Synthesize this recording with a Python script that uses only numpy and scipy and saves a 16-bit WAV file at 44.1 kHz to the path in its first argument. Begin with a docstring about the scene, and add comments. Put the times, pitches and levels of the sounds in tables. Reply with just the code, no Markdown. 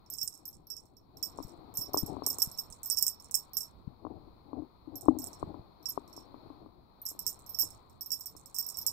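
"""A small sleigh bell on a cat toy jingles to the right of a hand-held phone: its loose pellet strikes, stops and
restarts damped shell modes, with noise clicks. The holding hand covers the left microphone, which hears the bell
more faintly but knocks (damped case modes) and rubs (resonant noise patter) loudly. Paws thump as slow pushes
with a rumble, a few dry taps sound on the right, and a quiet background hiss, coloured differently left and
right, swells and sinks."""
import sys
import numpy as np
from scipy import signal
from scipy.fft import rfft, irfft, next_fast_len
from scipy.io import wavfile
from scipy.ndimage import uniform_filter1d, map_coordinates

SR = 44100
rng = np.random.default_rng(int(sys.argv[2]) if len(sys.argv) > 2 else 0)


def master_out(mix):
    """Clip the mix to full scale and print it as 16-bit PCM to the path in sys.argv[1]."""
    frames = np.transpose(np.atleast_2d(mix))
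    ceiling = np.clip(frames, -1, 1)
    pcm = np.round(ceiling * 32767).astype(np.int16)
    wavfile.write(sys.argv[1], SR, pcm)


N = 393372  # length in samples


def amp(db):
    """Amplitude factor of a level in dB."""
    return 10 ** (np.asarray(db, float) / 20)


def unit(x):
    """x scaled to an RMS of 1."""
    return x / np.sqrt(np.mean(x ** 2, -1, keepdims=True))


def curve(rows):
    """A level in dB for every sample, -120 dB outside the rows."""
    s, db = np.transpose(rows)
    return np.interp(np.arange(N) / SR, s, db, left=-120, right=-120)


def wobble(rate_hz):
    """A smooth random curve, rate_hz knots a second."""
    knots = rng.standard_normal(int(N * rate_hz / SR) + 4)
    return map_coordinates(knots, [np.arange(N) * rate_hz / SR])


def filtered(x, response):
    """x times a complex response of frequency in Hz."""
    m = next_fast_len(N + SR // 2)
    return irfft(rfft(x, m) * response(np.fft.rfftfreq(m, 1 / SR)), m)[..., :N]


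def peaks(rows):
    """Causal response of (Hz, width Hz, dB) resonances, alternating in sign."""
    def response(f):
        return sum((-1) ** k * amp(db) * 1j * f * width / (hz * hz - f * f + 1j * f * width)
                   for k, (hz, width, db) in enumerate(rows))
    return response


def add(track, s, sound):
    """Mixes a sound into the track at s seconds."""
    part = track[..., max(round(s * SR), 0):][..., :sound.shape[-1]]
    part += sound[..., :part.shape[-1]]


# Background swell in the middle band. Each row: time in seconds, level in dB.
SWELL = [(0, 0.5), (.95, -5.5), (1.35, 7), (2.4, 10.5), (2.75, 6.5), (3.2, 6.5), (3.85, 2.5), (4.8, 3),
         (5.3, 11), (5.7, 6.5), (6.1, 8), (6.9, 2), (7.3, 8.5), (7.9, 4), (8.4, 4.5), (8.92, 8)]
# Background colour. Each row: frequency in Hz, left level in dB, right level in dB.
HISS_COLOUR = [(25, -92, -94), (68.8, -87.5, -88), (400, -95.5, -97), (567, -99, -101), (1020, -92.5, -104),
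               (1263, -99.5, -108), (1674, -118, -120), (2510, -113, -119), (2740, -127, -126),
               (4275, -102, -115), (4950, -119, -123), (5900, -131, -134), (8500, -134, -137),
               (13060, -122, -126)]


def background():
    """A quiet hiss, coloured differently left and right, swells and sinks; the bass is partly shared."""
    hz, *sides_db = np.transpose(HISS_COLOUR)
    shared, own = rng.standard_normal(N), rng.standard_normal((2, N))

    def colour(f):
        return amp([np.interp(np.log(f + 1), np.log(hz), db) for db in sides_db]) * np.sqrt(SR / 2)

    shared_bass = filtered(shared, lambda f: 0.9 / (1 + (f / 350) ** 2))
    hiss = filtered(own + shared_bass, colour)
    low = filtered(hiss, lambda f: 1 / (1 + (f / 500) ** 4))
    top = filtered(hiss, lambda f: 1 / (1 + (6000 / (f + 1)) ** 8))
    middle = hiss - low - top

    # the middle band swells most
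    swell_db = curve(SWELL) + 1.3 * wobble(4.9)
    lumps = amp(2.9 * np.array([wobble(5.9), wobble(14)]))
    return middle * amp(swell_db) + low * lumps * amp(0.42 * swell_db) + top * amp(0.5 * swell_db)


# Fingers shifting on the case. Each row: time in seconds, level in dB.
RUB_LEVEL = [(0, -65), (.9, -62.5), (1.3, -52), (1.92, -47), (2.17, -35.5), (2.55, -70), (3.75, -70.5),
             (4.1, -46), (4.4, -65.5), (4.6, -38.5), (4.78, -81), (4.9, -46), (5.15, -40.5), (5.32, -53),
             (5.5, -43.5), (5.75, -61.5), (6.45, -48.5), (6.8, -60.5)]


def rubbing():
    """Rubbing fingers excite the case with a lumpy noise patter."""
    patter = rng.standard_normal(N) * amp(4.0 * wobble(55) + 2.7 * wobble(20))
    patter = unit(filtered(patter, peaks([(86, 32, -7.5), (311, 72, -5.5), (790, 160, -11)])))
    return amp(curve(RUB_LEVEL)) * patter


GRIP = 0.025  # the grip shifts each case mode by about this share (standard deviation) at every knock


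def modes(table, db, t, rise_s):
    """Damped sines of alternate sign, slightly retuned by the grip."""
    ring = 0
    for k, (hz, level_db, t60_s) in enumerate(table):
        level = amp(db + level_db - 60 * t / t60_s)
        ring = ring + (-1) ** k * level * np.sin(2 * np.pi * hz * rng.normal(1, GRIP) * t)
    return ring * (1 - np.exp(-t / rise_s))


# Knocks on the case. Each row: start in seconds, ring level in dB, snap level in dB.
CASE_KNOCKS = [(1.387, -38, -28.5), (1.402, -36, -35), (1.944, -46, -16.5), (1.966, -31, -27.5),
               (1.976, -39, -32), (2.03, -32, -43), (2.167, -35, -30), (2.221, -35.5, -28.5),
               (2.271, -42, -31), (2.387, -47, -38), (4.05, -34, -30), (4.067, -49, -31.5),
               (4.531, -29, -33), (4.578, -33.5, -53), (4.595, -30, -47.5), (4.621, -32, -49.5),
               (4.874, -33, -57), (4.944, -37, -52), (5.059, -34, -36.5), (5.084, -7.5, -12),
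               (5.15, -30, -57.5), (5.166, -27.5, -45.5), (5.196, -31, -56), (5.428, -36, -22.5),
               (5.543, -39.5, -36), (5.976, -36.5, -20.5), (6.177, -44, -39), (6.343, -42.5, -38),
               (6.502, -37.5, -43), (6.661, -43, -42), (7.115, -49.5, -46.5), (7.15, -52, -48),
               (7.634, -47, -42.5), (8.351, -53, -45)]
# Low ring of the case. Each row: nominal frequency in Hz, relative level in dB, t60 in seconds.
RING_MODES = [(308, 2, 0.08), (252, -6, 0.15)]
# Modes only a knock's sharp edge wakes. Each row: nominal frequency in Hz, relative level in dB, t60 in seconds.
SNAP_MODES = [(397.7, -4, .04), (1074, 13, 0.012), (549, 3.5, 0.0092)]


def knocks():
    """Each knock wakes short hard modes as a snap and longer low modes as the case's ring."""
    out, t = np.zeros(N), np.arange(SR // 5) / SR
    for s, ring_db, snap_db in CASE_KNOCKS:
        ring = modes(RING_MODES, ring_db, t, rise_s=0.00014)
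        snap = modes(SNAP_MODES, snap_db, t, rise_s=0.00023)
        add(out, s, ring + snap)
    return out


def case():
    """Knocks and rubs sound muffled on the left; the right hears that sound, fainter, through two resonances."""
    hump = peaks([(2396, 500, -32)])  # a resonance near 2.4 kHz colours the knocks on the left

    def hand(hz):
        flesh = 1 / (1 + 1j * hz / 1500) ** 4 / (1 + (hz / 1400) ** 7)
        return flesh + hump(hz)

    left = filtered(knocks() + rubbing(), hand)
    right = filtered(left, peaks([(342, 540, -20.5), (1076, 550, -20.0)]))
    return np.array([left, right])


# Pellet strikes at the right microphone, before the shell's radiation filter.
# Each row: start in seconds, click level in dB, low ring level in dB, upper ring level in dB.
PELLET_STRIKES = [(0.062, -52, -54, -77), (0.1011, -25.5, -39, -44), (0.1238, -39, -34, -40),
                  (0.1384, -25, -34, -43), (0.1845, -22.5, -26.5, -49), (0.2141, -27, -23.5, -37),
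                  (0.2308, -20, -31, -36), (0.2761, -16, -27, -39), (0.2843, -34, -54, -56),
                  (0.325, -38, -40, -58), (0.3397, -33, -47, -59), (0.377, -37.5, -52, -66),
                  (0.4543, -36, -37.5, -43.5), (0.479, -37.5, -44.5, -48), (0.5285, -36.5, -45.5, -65),
                  (0.6698, -52, -47, -55), (0.7023, -28, -28, -43), (0.7666, -31.5, -34.5, -48.5),
                  (0.856, -47.5, -60, -75), (0.968, -52, -50.5, -68), (1.1707, -44, -43, -56.5),
                  (1.2277, -18, -23, -32), (1.3752, -38.5, -50, -68), (1.4265, -35, -43, -53),
                  (1.4822, -37.5, -49, -67), (1.7408, -38, -57, -51), (1.752, -36, -46, -43),
                  (1.7724, -14, -28, -31.5), (1.8114, -24, -31, -37.5), (1.9341, -31, -32, -34),
                  (1.9735, -17, -22, -27), (1.9894, -21.5, -32, -37), (2.062, -27, -37.5, -47),
                  (2.2364, -40, -40, -62), (2.2645, -12.5, -20, -27.5), (2.2874, -32, -33, -32),
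                  (2.3022, -15.5, -28, -34), (2.3847, -16, -33, -39), (2.401, -29, -28, -36),
                  (2.4196, -7.5, -16.5, -25), (2.4278, -16.5, -26, -30), (2.5149, -30.5, -42, -53),
                  (2.576, -27, -40, -50), (2.5858, -22.5, -28, -36.5), (2.6017, -30.5, -40, -44),
                  (2.7021, -29.5, -82, -73), (2.7252, -33, -40, -58), (2.8321, -21, -44, -36),
                  (2.8589, -26.5, -34, -30), (2.9, -7.5, -23.5, -29), (2.9104, -17, -21, -28),
                  (2.9466, -34, -24.5, -37), (2.9658, -29, -36, -40), (2.9724, -13, -18, -38),
                  (2.9859, -12, -18.5, -26), (2.997, -30, -42, -45), (3.0109, -26, -27, -37.5),
                  (3.0254, -8.5, -19, -19.5), (3.0441, -31, -27.5, -41.5), (3.066, -13, -20.5, -28.5),
                  (3.0808, -11, -22, -42), (3.088, -17, -29, -41), (3.0963, -33, -30, -39.5),
                  (3.1992, -36.5, -41.5, -61), (3.2233, -36.5, -60, -72), (3.2448, -33, -45, -66),
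                  (3.3113, -21, -36.5, -42), (3.3428, -8, -12.5, -35), (3.3537, -8, -38, -30),
                  (3.364, -15.5, -34, -39), (3.4077, -35.5, -42.5, -60), (3.5339, -41, -36, -38.5),
                  (3.569, -11.5, -26, -29.5), (3.6067, -18.5, -27, -40), (3.6316, -30, -34.5, -45),
                  (4.9563, -35, -32, -38), (5.0103, -30.5, -42.5, -48), (5.055, -40, -58, -62.5),
                  (5.1877, -24.5, -35, -43), (5.2183, -33, -40, -41), (5.2421, -21, -42, -45),
                  (5.2712, -26.5, -42, -48), (5.287, -51, -62, -66), (5.313, -44, -62, -70),
                  (5.3313, -36.5, -41.5, -58), (5.3961, -44.5, -53, -75.5), (5.828, -54, -51, -65),
                  (5.8574, -26, -23.5, -45), (5.8874, -27, -35.5, -36), (5.905, -26.5, -36, -44),
                  (6.078, -49, -55, -68), (6.095, -52, -61, -70), (6.129, -41, -46, -65),
                  (6.1648, -35.5, -38, -56), (7.0168, -53, -64, -44), (7.0536, -42, -42, -37.5),
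                  (7.0638, -21, -28.5, -32), (7.088, -21, -33, -37), (7.102, -27, -39, -45),
                  (7.1916, -23.5, -31.5, -38), (7.2656, -15.5, -23, -34), (7.276, -14.5, -21.5, -27),
                  (7.2998, -23.5, -40.5, -44), (7.3914, -36, -59, -62), (7.4636, -36, -46, -50),
                  (7.493, -38, -40, -39.5), (7.5367, -44, -41, -55), (7.546, -35, -28.5, -39),
                  (7.5879, -18.5, -21, -27), (7.5972, -18, -26, -23), (7.6051, -18, -20.5, -27),
                  (7.6214, -16.5, -21.5, -31), (7.7043, -29.5, -43.5, -53), (7.8977, -42.5, -65, -69),
                  (8.0095, -29, -29.5, -39.5), (8.0599, -36, -41, -40), (8.1049, -36, -27, -39),
                  (8.1178, -11.5, -25.5, -32), (8.14, -22.5, -34, -38), (8.1965, -44, -50, -44),
                  (8.208, -28, -34, -40), (8.258, -23.5, -32, -39), (8.273, -31, -43, -53),
                  (8.3656, -29, -43, -55), (8.459, -31, -48, -53), (8.5446, -20.5, -35, -42),
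                  (8.5637, -21, -29.5, -38), (8.5859, -13.5, -22, -28.5), (8.6647, -31, -33.5, -34),
                  (8.6885, -18, -30, -40), (8.7015, -22, -35, -39), (8.744, -29, -39, -52),
                  (8.7712, -20.5, -34.5, -36), (8.787, -28, -31, -35), (8.8139, -30, -33.5, -40),
                  (8.8649, -10.5, -20, -21), (8.875, -14.5, -22.5, -32)]


def touches():
    """The pellet's life per sample: row of the latest strike, seconds since it, and its random small bounces."""
    rows, n = np.array(PELLET_STRIKES), np.arange(N)
    starts = np.round(rows[:, 0] * SR)
    last = np.clip(np.searchsorted(starts, n, side="right") - 1, 0, None)
    t = np.where(n < starts[0], N, n - starts[last]) / SR  # long decayed before the first strike
    bounce = rng.random(N) < 300 / SR * np.exp(-t / 0.15)  # 300 a second, thinning out
    return rows, last, t, bounce


# As the bell turns, the middle or the high mode faces the microphone.
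# Each row: time in seconds, middle over high mode in dB.
BELL_FACING = [(.1, -1), (.6, 6), (1.23, -20), (1.75, 1), (1.98, -2), (2.4, -7.5), (3.0, -13), (3.35, -8.5),
               (3.57, 4), (4.96, -7), (5.2, -2.5), (5.87, 4.5), (7.07, 0), (7.27, 2), (7.6, -7), (8.1, 0.5),
               (8.6, -7), (8.8, 3)]
SPOT_DB = 6.5  # scatter of that balance with the spot that the pellet hits
FAINT_DB = -25.5  # faint mode just above the low one, relative to it


def mode_levels(rows):
    """Level in dB of each mode for every strike: two modes share the upper ring's power."""
    low_db, upper_db = rows[:, 2], rows[:, 3]
    facing_db = np.interp(rows[:, 0], *np.transpose(BELL_FACING))
    balance_db = facing_db + SPOT_DB * rng.standard_normal(len(rows))
    share = 1 / (1 + amp(-2 * balance_db))
    middle_db = upper_db + 10 * np.log10(share)
    high_db = upper_db + 10 * np.log10(1 - share)
    return low_db, middle_db, high_db, low_db + FAINT_DB


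# Shell modes: low, middle, high, faint. Each entry: nominal frequency in Hz.
MODE_HZ = [5435, 12515, 13870, 6250]
# The same modes. Each row: t60 in seconds without bounces, mean left minus right level in dB.
MODE_DECAY = [(0.39, -22.5), (0.17, -4.5), (0.18, -11), (.2, -12)]


def shell(rows, last, t, bounce):
    """Each strike stops the old ring and starts a new one; each bounce steals some ring and jolts its phase."""
    out = np.zeros((2, N))
    for hz, (t60_s, left_db), db in zip(MODE_HZ, MODE_DECAY, mode_levels(rows)):
        detune, scatter, left_phase = rng.standard_normal((len(rows), 3)).T
        steal_db, kick_rad = rng.exponential(1.4, N), rng.normal(0, 1.2, N)
        loss_db, jolt_rad = np.cumsum(bounce * [steal_db, kick_rad], axis=1)
        loss_db = loss_db - np.maximum.accumulate(loss_db * (t == 0))  # restarts at each strike

        level_db = db[last] - 60 * t / t60_s - loss_db + 3 * wobble(100)
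        level = uniform_filter1d(amp(level_db), size=17)
        phase = 2 * np.pi * hz * (1 + 0.0012 * detune[last]) * t + uniform_filter1d(jolt_rad, size=50)

        # each mode's left level varies randomly from strike to strike and wavers
        offset_db = left_db + 3.4 * scatter[last] + 1.9 * wobble(57)
        out[0] += level * amp(offset_db) * np.sin(phase + 2 * left_phase[last])
        out[1] += level * np.sin(phase)
    return out


# Click colour: one list for the left microphone, one for the right.
# Each row: frequency in Hz, width in Hz, level in dB.
CLICK_COLOUR = [
    [(6070, 1500, -24), (8900, 260, -17), (15600, 140, -21)],
    [(5580, 560, -7), (7970, 1034, 1.5), (16140, 400, -12.5)],
]


def pellet(rows, last, t, bounce):
    """A hard click at each strike, duller small ones at the bounces, and a scrape as the pellet rolls to rest."""
    click_db = rows[last, 1]
    blow = amp(click_db + 2.5 - 60 * t / 0.004) * rng.standard_normal(N)

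    size_db = 5 * np.minimum(rng.exponential(1, N), 3)
    bounces = bounce * amp(click_db - 15 - 60 * t / 0.31 + size_db)
    bounce_decay = amp(-60 * np.arange(SR // 50) / SR / 0.0057)
    bounces = signal.fftconvolve(bounces, bounce_decay)[:N]
    roll = amp(click_db - 16.5 - 60 * t / 0.14 + 3.5 * wobble(150))
    small = filtered((bounces + roll) * rng.standard_normal(N), lambda hz: 1 / (1 + (hz / 11000) ** 4))
    return np.array([filtered(blow + small, peaks(side)) for side in CLICK_COLOUR])


# Decay of the room. Each row: frequency in Hz, t60 in seconds.
ROOM_DECAY = [(6000, 0.15), (14000, 0.12)]


def room(x):
    """Noise tails, independent in the two microphones, in which each frequency dies at its own speed."""
    hz, t, z = signal.stft(rng.standard_normal((2, SR // 2)), SR, nperseg=256)
    t60_s = np.interp(hz, *np.transpose(ROOM_DECAY))[:, None]
    tail = signal.istft(z * amp(-60 * t / t60_s), SR, nperseg=256)[1]
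    tail = tail / np.linalg.norm(tail[0])
    delayed = np.pad(x, (200, 0))[None]  # samples
    return signal.fftconvolve(delayed, tail, axes=1)[:, :N]


def bell():
    """Shell ring and pellet clicks share one life, the shell's radiation and the room's echo."""
    life = touches()

    def radiation(hz):
        # so small a shell radiates little below its lowest mode
        return (1j * hz / (3200 + 1j * hz)) ** 6 * 2.2 / (1 + (5000 / (hz + 1)) ** 16)

    def covered(hz):
        # the hand over the left microphone muffles the room below the top treble
        return amp([5 - 16 / (1 + (hz / 8200) ** 6), 0 * hz])

    ring, clicks = filtered(shell(*life), radiation), filtered(pellet(*life), radiation)
    echo = room(amp(-13.5) * ring[1] + amp(-16.5) * clicks[1])
    return ring + clicks + filtered(echo, covered)


# Paws landing. Each row: start in seconds, left level in dB, right level in dB.
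PAW_THUMPS = [(0.232, -47, -49), (1.395, -37.5, -58), (1.444, -33.5, -47), (1.582, -55, -49),
              (1.784, -37, -42.5), (2.028, -21.5, -41), (2.099, -57, -44), (2.468, -35, -37),
              (2.702, -54.5, -43), (3.872, -25.5, -52.5), (5.085, -27, -37.5), (5.433, -41.5, -31),
              (5.471, -42, -37.5), (5.59, -44.5, -41.5)]


def paws():
    """One slow push for each thump, deeper when it is soft, with a short rumble."""
    out, t = np.zeros((2, N)), np.arange(SR // 5) / SR
    for s, left_db, right_db in PAW_THUMPS:
        hz = 205.5 + 1.9 * max(left_db, right_db)
        push = np.cos(2 * np.pi * hz * (t - 0.007)) * np.exp(-((t - 0.007) / 0.0031) ** 2)
        rumble = rng.standard_normal((2, len(t)))
        rumble = unit(uniform_filter1d(uniform_filter1d(rumble, size=150), size=150))
        rumble = 0.54 * rumble * amp(-60 * t / 0.11) * (1 - np.exp(-t / 0.0027))
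        add(out, s, amp([[left_db], [right_db]]) * (rumble - push))
    return out


# Dry taps of the bell against something hard. Each row: start in seconds, relative level in dB.
DRY_TAPS = [(2.7017, -48.5), (3.297, -46), (3.5696, -39)]


def taps():
    """Each tap is a single short pressure pulse at the right microphone."""
    out, t = np.zeros((2, N)), np.arange(SR // 5) / SR
    for s, db in DRY_TAPS:
        add(out[1], s, amp(db + 10.5) * (t / 0.00023) * np.exp(1 - t / 0.000089))
    return out


def scene():
    """Sums all layers, left and right."""
    return background() + case() + bell() + paws() + taps()


TOP_HZ = 15750


def record(dry):
    """The phone's band limit: a steep low-pass."""
    return filtered(dry, lambda hz: 1 / (1 + (hz / TOP_HZ) ** 120))


dry = scene()
out = record(dry)
master_out(out)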